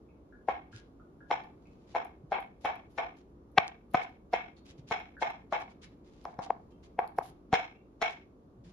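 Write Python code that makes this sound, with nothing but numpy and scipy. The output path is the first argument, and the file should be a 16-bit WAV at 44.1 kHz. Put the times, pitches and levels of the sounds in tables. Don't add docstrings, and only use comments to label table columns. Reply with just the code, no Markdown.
import sys
import numpy as np
from scipy import signal
from scipy.io import wavfile
from scipy.ndimage import uniform_filter1d

SR = 44100
rng = np.random.default_rng(int(sys.argv[2]) if len(sys.argv) > 2 else 0)


def ratio(d):
    e = np.asarray(d, float) / 20
    return 10 ** e


def wav_record(signal):
    frames = np.transpose(np.atleast_2d(signal))
    bounded = np.clip(frames, -1, 1)
    quanta = np.round(bounded * 32767).astype(np.int16)
    wavfile.write(sys.argv[1], SR, quanta)


N = 384552
PORTS_HZ = 620

# [t/s, thump/dB, room share of knock/dB, room share of hard ring and crack/dB, crack/dB]
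CUTS = [(0.486, -40.5, -11.5, -3, -30.5), (1.306, -47, -10.5, 1, -23.5), (1.439, -45, -6.5, -23, -18),
        (1.95, -52.5, -11, -3.5, -23.5), (2.311, -41, -4.5, 2, -31), (2.645, -35, -2.5, -0.5, -17.5),
        (2.98, -62, -5, -3, -17.5), (3.578, -23.5, -20, -21, -13), (3.941, -22, -16.5, -8.5, -20.5),
        (4.332, -40, -12, 0, -22), (4.908, -34, -9, 1.5, -16.5), (5.215, -62, -6, 0, -17),
        (5.523, -70, -5, 4, -23.5), (6.25, -48, -18.5, -16.5, -21.5), (6.384, -35, -16.5, -10.5, -24),
        (6.494, -54.5, -30, -26.5, -32), (6.989, -52.5, -19.5, -19, -28), (7.185, -44, -28, -23.5, -32),
        (7.525, -17.5, -12.5, -3.5, -13.5), (8.016, -44, -10, -3.5, -10)]
# [t of belly/s, knock/dB, hardness/dB, gap/s, gain per contact/dB]
ROCKED_CUTS = [(0.49, -20, -17, .0037, -5.5), (1.3087, -19, -16.5, .0034, 6),
               (1.956, -19.5, -15.5, .006, 0.5), (2.3247, -23, -12, 0.005, -8),
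               (2.6523, -25, -6.5, .0035, -3.5), (2.981, -24.5, -7.5, .0034, 4.5),
               (3.5802, -10, 0, 0.0026, 3), (3.9487, -13, -10.5, .004, -4), (4.3344, -19.5, -12, .0042, 6),
               (4.9155, -22.5, -9.5, 0.0045, -3), (5.2209, -21.5, -11, .0033, 2.5),
               (5.5283, -23, -14.5, .0035, -8.5), (7.535, -15, -7.5, .0065, -2),
               (8.0208, -20.5, -4, .0045, 3)]


def highpass(x, hz):
    return signal.sosfilt(signal.butter(2, hz, "high", fs=SR, output="sos"), x)


def lowpass(x, hz, order):
    return signal.sosfilt(signal.butter(order, hz, fs=SR, output="sos"), x)


def ring(x, hz, width_hz):
    radius = np.exp(-np.pi * abs(width_hz) / SR)
    angle = 2 * np.pi * hz / SR
    return signal.lfilter([0, np.sin(angle)], [1, -2 * radius * np.cos(angle), radius ** 2], x)


def band(x, hz, width_hz):
    return signal.lfilter(*signal.iirpeak(hz, hz / width_hz, fs=SR), x)


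def blows(t_s, gains):
    x = np.zeros((len(gains), N))
    at = np.minimum((np.asarray(t_s) * SR).astype(int), N - 1)
    np.add.at(x, (slice(None), at), gains)
    return x


def walk(rate_hz):
    hold = int(SR / rate_hz)
    steps = np.repeat(rng.standard_normal(N // hold + 1), hold)
    return 1.12 * uniform_filter1d(uniform_filter1d(steps, hold), hold)[:N]


def ports(mid, side):
    side = highpass(side, PORTS_HZ) + ratio(-13.0) * side
    return np.array([mid + side, mid - side])


def struck(modes, t_s, db, pan_db, wet_db, scatter_db):
    chance = rng.standard_normal((len(t_s), 2, len(modes)))
    out = 0
    for k, (hz, width_hz, mode_db) in enumerate(modes):
        near_db = scatter_db * chance[:, 0, k]
        lean_db = min(hz / PORTS_HZ / 2, 1) * (pan_db / 2 + scatter_db * chance[:, 1, k]) / 2
        gains = ratio(db + mode_db + np.array([near_db + lean_db, near_db - lean_db, wet_db]))
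        out = out + (-1) ** k * ring(blows(t_s, gains), hz, width_hz)
    return out


def soften(x, size):
    return signal.oaconvolve(x, np.hanning(size)[None] / np.hanning(size).sum())[:, :N]


def fan():
    # [f/Hz, level per third octave/dB]
    spectrum = [(25, -89.5), (60, -65), (90, -73), (320, -63), (700, -79.5), (1150, -81.5), (1500, -96),
                (11000, -100)]
    level_db, swell_db, flicker_db = -56.5, 0.7, 1.0
    points_hz, points_db = np.transpose(spectrum)
    swell = walk(2.0)
    out = 0
    for hz in 22 * 2 ** np.arange(0, 9.4, 1 / 3):
        noise = band(band(rng.standard_normal((2, N)), hz, hz / 3), hz, hz / 3) / np.sqrt(hz)
        band_db = np.interp(np.log(hz), np.log(points_hz), points_db)
        out = out + ratio(band_db + swell_db * swell + flicker_db * walk(15)) * noise
    out = ports(*out)
    return out * ratio(level_db) / np.std(out)


def taps():
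    # [t/s, peak/dB, f/Hz]
    far_taps = [(0.087, -72.5, 2200), (0.324, -59, 1437), (.728, -55, 1404), (.997, -61, 1230),
                (1.205, -56.5, 1414), (1.655, -68, 2200), (3.556, -82, 2910), (4.567, -65, 3716),
                (5.167, -49.5, 1450), (6.72, -74.5, 2700), (7.749, -67, 2317)]
    out = 0
    for t_s, db, hz in far_taps:
        gains = ratio(db + np.array([[4.5], [4.5], [1.5]]))
        blow = band(blows([t_s], gains), 1.2 * hz, 570)
        out = out + ring(blow, hz, 60) - ratio(-2.0) * ring(blow, 1.17 * hz, 70)
    return out


def room(x):
    # [delay/s, level/dB]
    reflections = [(.0038, -2), (.0072, -8.5), (.011, -12.5), (.0172, -18), (0.0215, -14), (.031, -16.5),
                   (0.064, -16.5)]
    # [f/Hz, t60/s, level/dB]
    tail_bands = [(780, 0.29, -25.5), (2200, 0.33, -25), (5770, 0.085, -28), (11000, 0.09, -26)]
    bend = 1.152
    t = np.arange(SR // 2) / SR
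    echoes = np.zeros((2, len(t)))
    for k, (delay_s, db) in enumerate(reflections):
        echoes[:, int(delay_s * SR)] = ratio(db) * np.array([1, 0.4 * (-1) ** k])
    edges = [0] + [int((cut[0] - 0.03) * SR) for cut in CUTS] + [N]
    out = np.zeros((2, N + len(t)))
    lumps = ratio(2.7 * walk(250))
    onset = 1 - np.exp(-t / 0.005)
    for a, b in zip(edges, edges[1:]):
        noise = rng.standard_normal((2, len(t))) * np.roll(lumps, -a)[:len(t)] * onset
        tail = 0
        for hz, t60_s, db in tail_bands:
            tail = tail + ratio(db - 60 * (t / t60_s) ** bend) * band(noise, hz, 1.13 * hz)
        out[:, a:b + len(t) - 1] += signal.fftconvolve(x[None, a:b], ports(*(tail + echoes)), axes=1)
    return out[:, :N]


def slides():
    # [f/Hz, width/Hz, level/dB]
    rasp_bands = [(1600, 4900, -0.5), (2700, 5600, 6), (4330, 9000, -5.5), (6223, 1800, -29)]
    # [length/s, rise/s, hiss/dB, rasp above hiss/dB]
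    enter = (0.065, .03, -99, 15)
    # [length/s, rise/s, hiss/dB, rasp above hiss/dB]
    leave = (-0.0156, .02, -91.5, 13)
    # [t/s, length/s, hiss/dB, rasp above hiss/dB]
    lone_strokes = [(0.718, 0.093, -91, 12.5), (1.614, 0.27, -106, 8), (1.87, 0.07, -99, 13.5),
                    (2.606, 0.12, -88.5, -2), (2.895, 0.1, -86, -7), (3.162, 0.061, -98, 9),
                    (3.667, 0.028, -86, 9), (3.902, 0.026, -82, -17), (4.011, 0.04, -80.5, 5.5),
                    (4.56, 0.045, -99, 9.5), (4.651, 0.082, -99, 19.5), (4.776, 0.034, -101, 16),
                    (4.872, 0.06, -101, 25.5), (5.202, 0.04, -92, 17), (5.51, 0.03, -98, 13.5),
                    (5.594, 0.04, -83.5, 5.5), (5.693, 0.04, -95, 10.5), (5.816, 0.045, -88, 13.5),
                    (6.04, 0.3, -102, 10.5), (6.417, 0.045, -85, 13), (6.704, 0.031, -101, 10),
                    (6.828, 0.049, -103, 20.5), (7.16, 0.049, -78.5, -10), (7.22, 0.091, -73, -9),
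                    (8.083, 0.06, -93, 15), (8.639, 0.076, -92.5, 8)]
    lead_s, lag_s, lone_rise_s = 0.022, 0.03, 0.016
    strokes = [(cut[0] - lead_s, *enter) for cut in ROCKED_CUTS]
    strokes += [(cut[0] + lag_s, *leave) for cut in ROCKED_CUTS]
    strokes += [(t_s, length_s, lone_rise_s, *levels) for t_s, length_s, *levels in lone_strokes]
    grains = rng.standard_normal((2, N)) * ratio(3.8 * rng.exponential(size=N) - 5.5 + 1.8 * walk(67))
    hiss_gain, rasp_gain = np.zeros((2, N))
    for start_s, length_s, rise_s, hiss_db, rasp_db in strokes:
        end_s = start_s + length_s
        span = slice(int((start_s - rise_s) * SR), min(int(end_s * SR) + SR // 20, N))
        t = np.arange(span.start, span.stop) / SR
        rise = (t - start_s) / rise_s + 0.5
        fall = (end_s - t) / 0.03 + 0.5
        stroke = np.clip(np.minimum(rise, fall), 0, 1) ** 2
        hiss_gain[span] += ratio(hiss_db + 9.5) * stroke
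        rasp_gain[span] += ratio(hiss_db + rasp_db + 9.5) * stroke
    hiss = band(band(hiss_gain * grains, 10600, 3800), 10600, 3800)
    rasp = 0
    for hz, width_hz, db in rasp_bands:
        rasp = rasp + ratio(db) * band(band(rasp_gain * grains, hz, width_hz), hz, width_hz)
    slide = hiss + lowpass(rasp, 8500, order=2)
    return np.vstack([ports(*slide), ratio(-13.5) * slide[0]])


def smacks():
    # [t/s, peak/dB, body/dB]
    wet_smacks = [(1.4376, -59, 0), (2.048, -53, -15), (2.3277, -60, 0), (2.396, -65, 0),
                  (2.4049, -48, -13), (2.646, -65, -9), (2.655, -54, -4), (2.757, -61, -2),
                  (3.043, -65, -8), (3.1714, -65.5, 0), (3.5175, -63.5, -12.5), (3.6747, -64, 0),
                  (3.915, -56.5, -3), (3.937, -57, -10), (4.095, -69.5, -7), (4.3238, -62, -11),
                  (4.3697, -69, 0), (4.6616, -72, 0), (4.9965, -60, -8), (5.188, -73, 0), (5.3043, -61, 1),
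                  (5.603, -60, -10), (5.8915, -74, 0), (6.2423, -60, -1), (6.992, -51, 0),
                  (7.0595, -62, -10), (7.0766, -51, -1), (8.0248, -46.5, -9), (7.1843, -51, 0)]
    t_s, db, body_db = np.transpose(wet_smacks)
    centre, wet_db = 0 * t_s, -12 + 0 * t_s
    click = struck([(10900, 3200, 7), (13500, 2900, -3)], t_s, db + 4.0, centre, wet_db, scatter_db=4.5)
    body = struck([(4500, 650, 0.0042), (6500, 5400, 0.0062)], t_s, db + np.minimum(body_db, 0),
                  centre, wet_db, scatter_db=4.0)
    return highpass(click + body, 3000)


def contacts():
    # [t/s, knock/dB, hardness/dB]
    pressed = [
        (1.441, -49, -16.5),
        (6.253, -23, -19.5),
        (6.3904, -21, -28.5),
        (6.5045, -13.5, -26),
        (6.9906, -13.5, -16),
        (7.1862, -11, -25.5),
    ]
    harden_db = 3.5
    t_s, db, hard_db, gap_s, gain_db = np.transpose(ROCKED_CUTS)[:, :, None]
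    order = np.arange(3) - 1 + 0 * t_s
    rocked = [t_s + gap_s * order, db + gain_db * order, hard_db + harden_db * order, order]
    flat = np.vstack([np.transpose(pressed), np.zeros(len(pressed))])
    return np.hstack([np.reshape(rocked, (4, -1)), flat])


def knife():
    # [f/Hz, width/Hz, level/dB]
    knock_modes = [(380, 174, -8.5), (536, 140, -11), (659, 130, -4), (799, 304, 4), (1086.5, 240, -1.5),
                   (1450, 760, -5.5)]
    # [f/Hz, width/Hz, level/dB]
    hard_modes = [(1467, 770, 2), (2010, 363, 0.5), (2090, 170, 0.5), (2223, 270, 5), (3150, 1100, 3)]
    # [f/Hz, width/Hz, level/dB]
    crack_modes = [(3912, 740, 2.5), (4750, 3900, 8.5), (5200, 520, 1), (6696, 800, -9), (9700, 2300, -5.5)]
    # [f/Hz, width/Hz, level/dB]
    thump_modes = [(50.3, 67, -18), (87, 87, -4), (169, 79, -1), (294, 410, 1.5)]
    lean_db, lean_scatter_db = 7.5, 5
    belly_room_db, end_room_db = 7, -13
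    crush_db, crush_s = -27, 0.0028
    t_s, db, hard_db, order = contacts()
    pan_db = lean_db + lean_scatter_db * rng.standard_normal(len(t_s))
    cut_s, thump_db, wet_db, hard_wet_db, crack_db = np.transpose(CUTS)
    cut = np.abs(t_s[:, None] - cut_s).argmin(axis=1)
    send_db = np.where(order == 0, belly_room_db, end_room_db)
    knock_send_db, hard_send_db = wet_db[cut] + send_db, hard_wet_db[cut] + send_db
    knock = struck(knock_modes, t_s, db + 0.5, pan_db, knock_send_db, scatter_db=2.5)
    hard = struck(hard_modes, t_s, db + hard_db - 5.5, pan_db, hard_send_db, scatter_db=5.0)
    crack = struck(crack_modes, t_s, db + crack_db[cut] - 6, 0.33 * pan_db, hard_send_db, scatter_db=4.5)
    thump = struck(thump_modes, cut_s + 0.0027, thump_db + 3.5, 24 + 0 * cut_s, wet_db - 6, scatter_db=1.74)
    knock = highpass(knock, 280)
    hits = soften(hard, size=9) - soften(knock, size=21) - soften(crack, size=5)
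    lead_s = np.arange(-1023, 1) / SR
    crush = ratio(crush_db) * rng.standard_normal((1, len(lead_s))) * np.exp(lead_s / crush_s)
    return hits + signal.oaconvolve(hits, crush)[:, -N:] + soften(thump, size=81)


def bumps():
    # [t/s, peak/dB, f/Hz, rise and fall/s]
    counter_bumps = [
        (0.529, -51, 67.7, 0.018),
        (0.739, -44, 109.6, 0.018),
        (2.239, -43, 150, 0.0074),
        (4.789, -42, 140, 0.008),
        (4.839, -49, 135.7, 0.013),
        (8.58, -50, 121, 0.017),
        (8.649, -50, 170.4, 0.022),
        (8.689, -53.5, 187, 0.045),
    ]
    t = np.arange(N) / SR
    out = 0
    for t_s, db, hz, rise_s in counter_bumps:
        swell = np.exp(-((t - t_s) / rise_s - 1) ** 2)
        out = out + ratio(db) * swell * np.sin(2 * np.pi * hz * t)
    return out


def scene():
    left, right, wet = taps() + slides() + smacks() + knife()
    near = np.array([left, np.roll(right, shift=1)])
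    return near + room(wet) + bumps() + fan()


def band_limit(x):
    return signal.sosfilt(signal.butter(12, 15800, fs=SR, output="sos"), x)


def record(dry):
    mid, side = (dry[0] + dry[1]) / 2, (dry[0] - dry[1]) / 2
    for _ in range(2):
        mid = mid - band(mid, 8270, 1200)
    both = lowpass([mid + side, mid - side], 12800, order=3)
    return band_limit(both)


dry = scene()
out = record(dry)
wav_record(out)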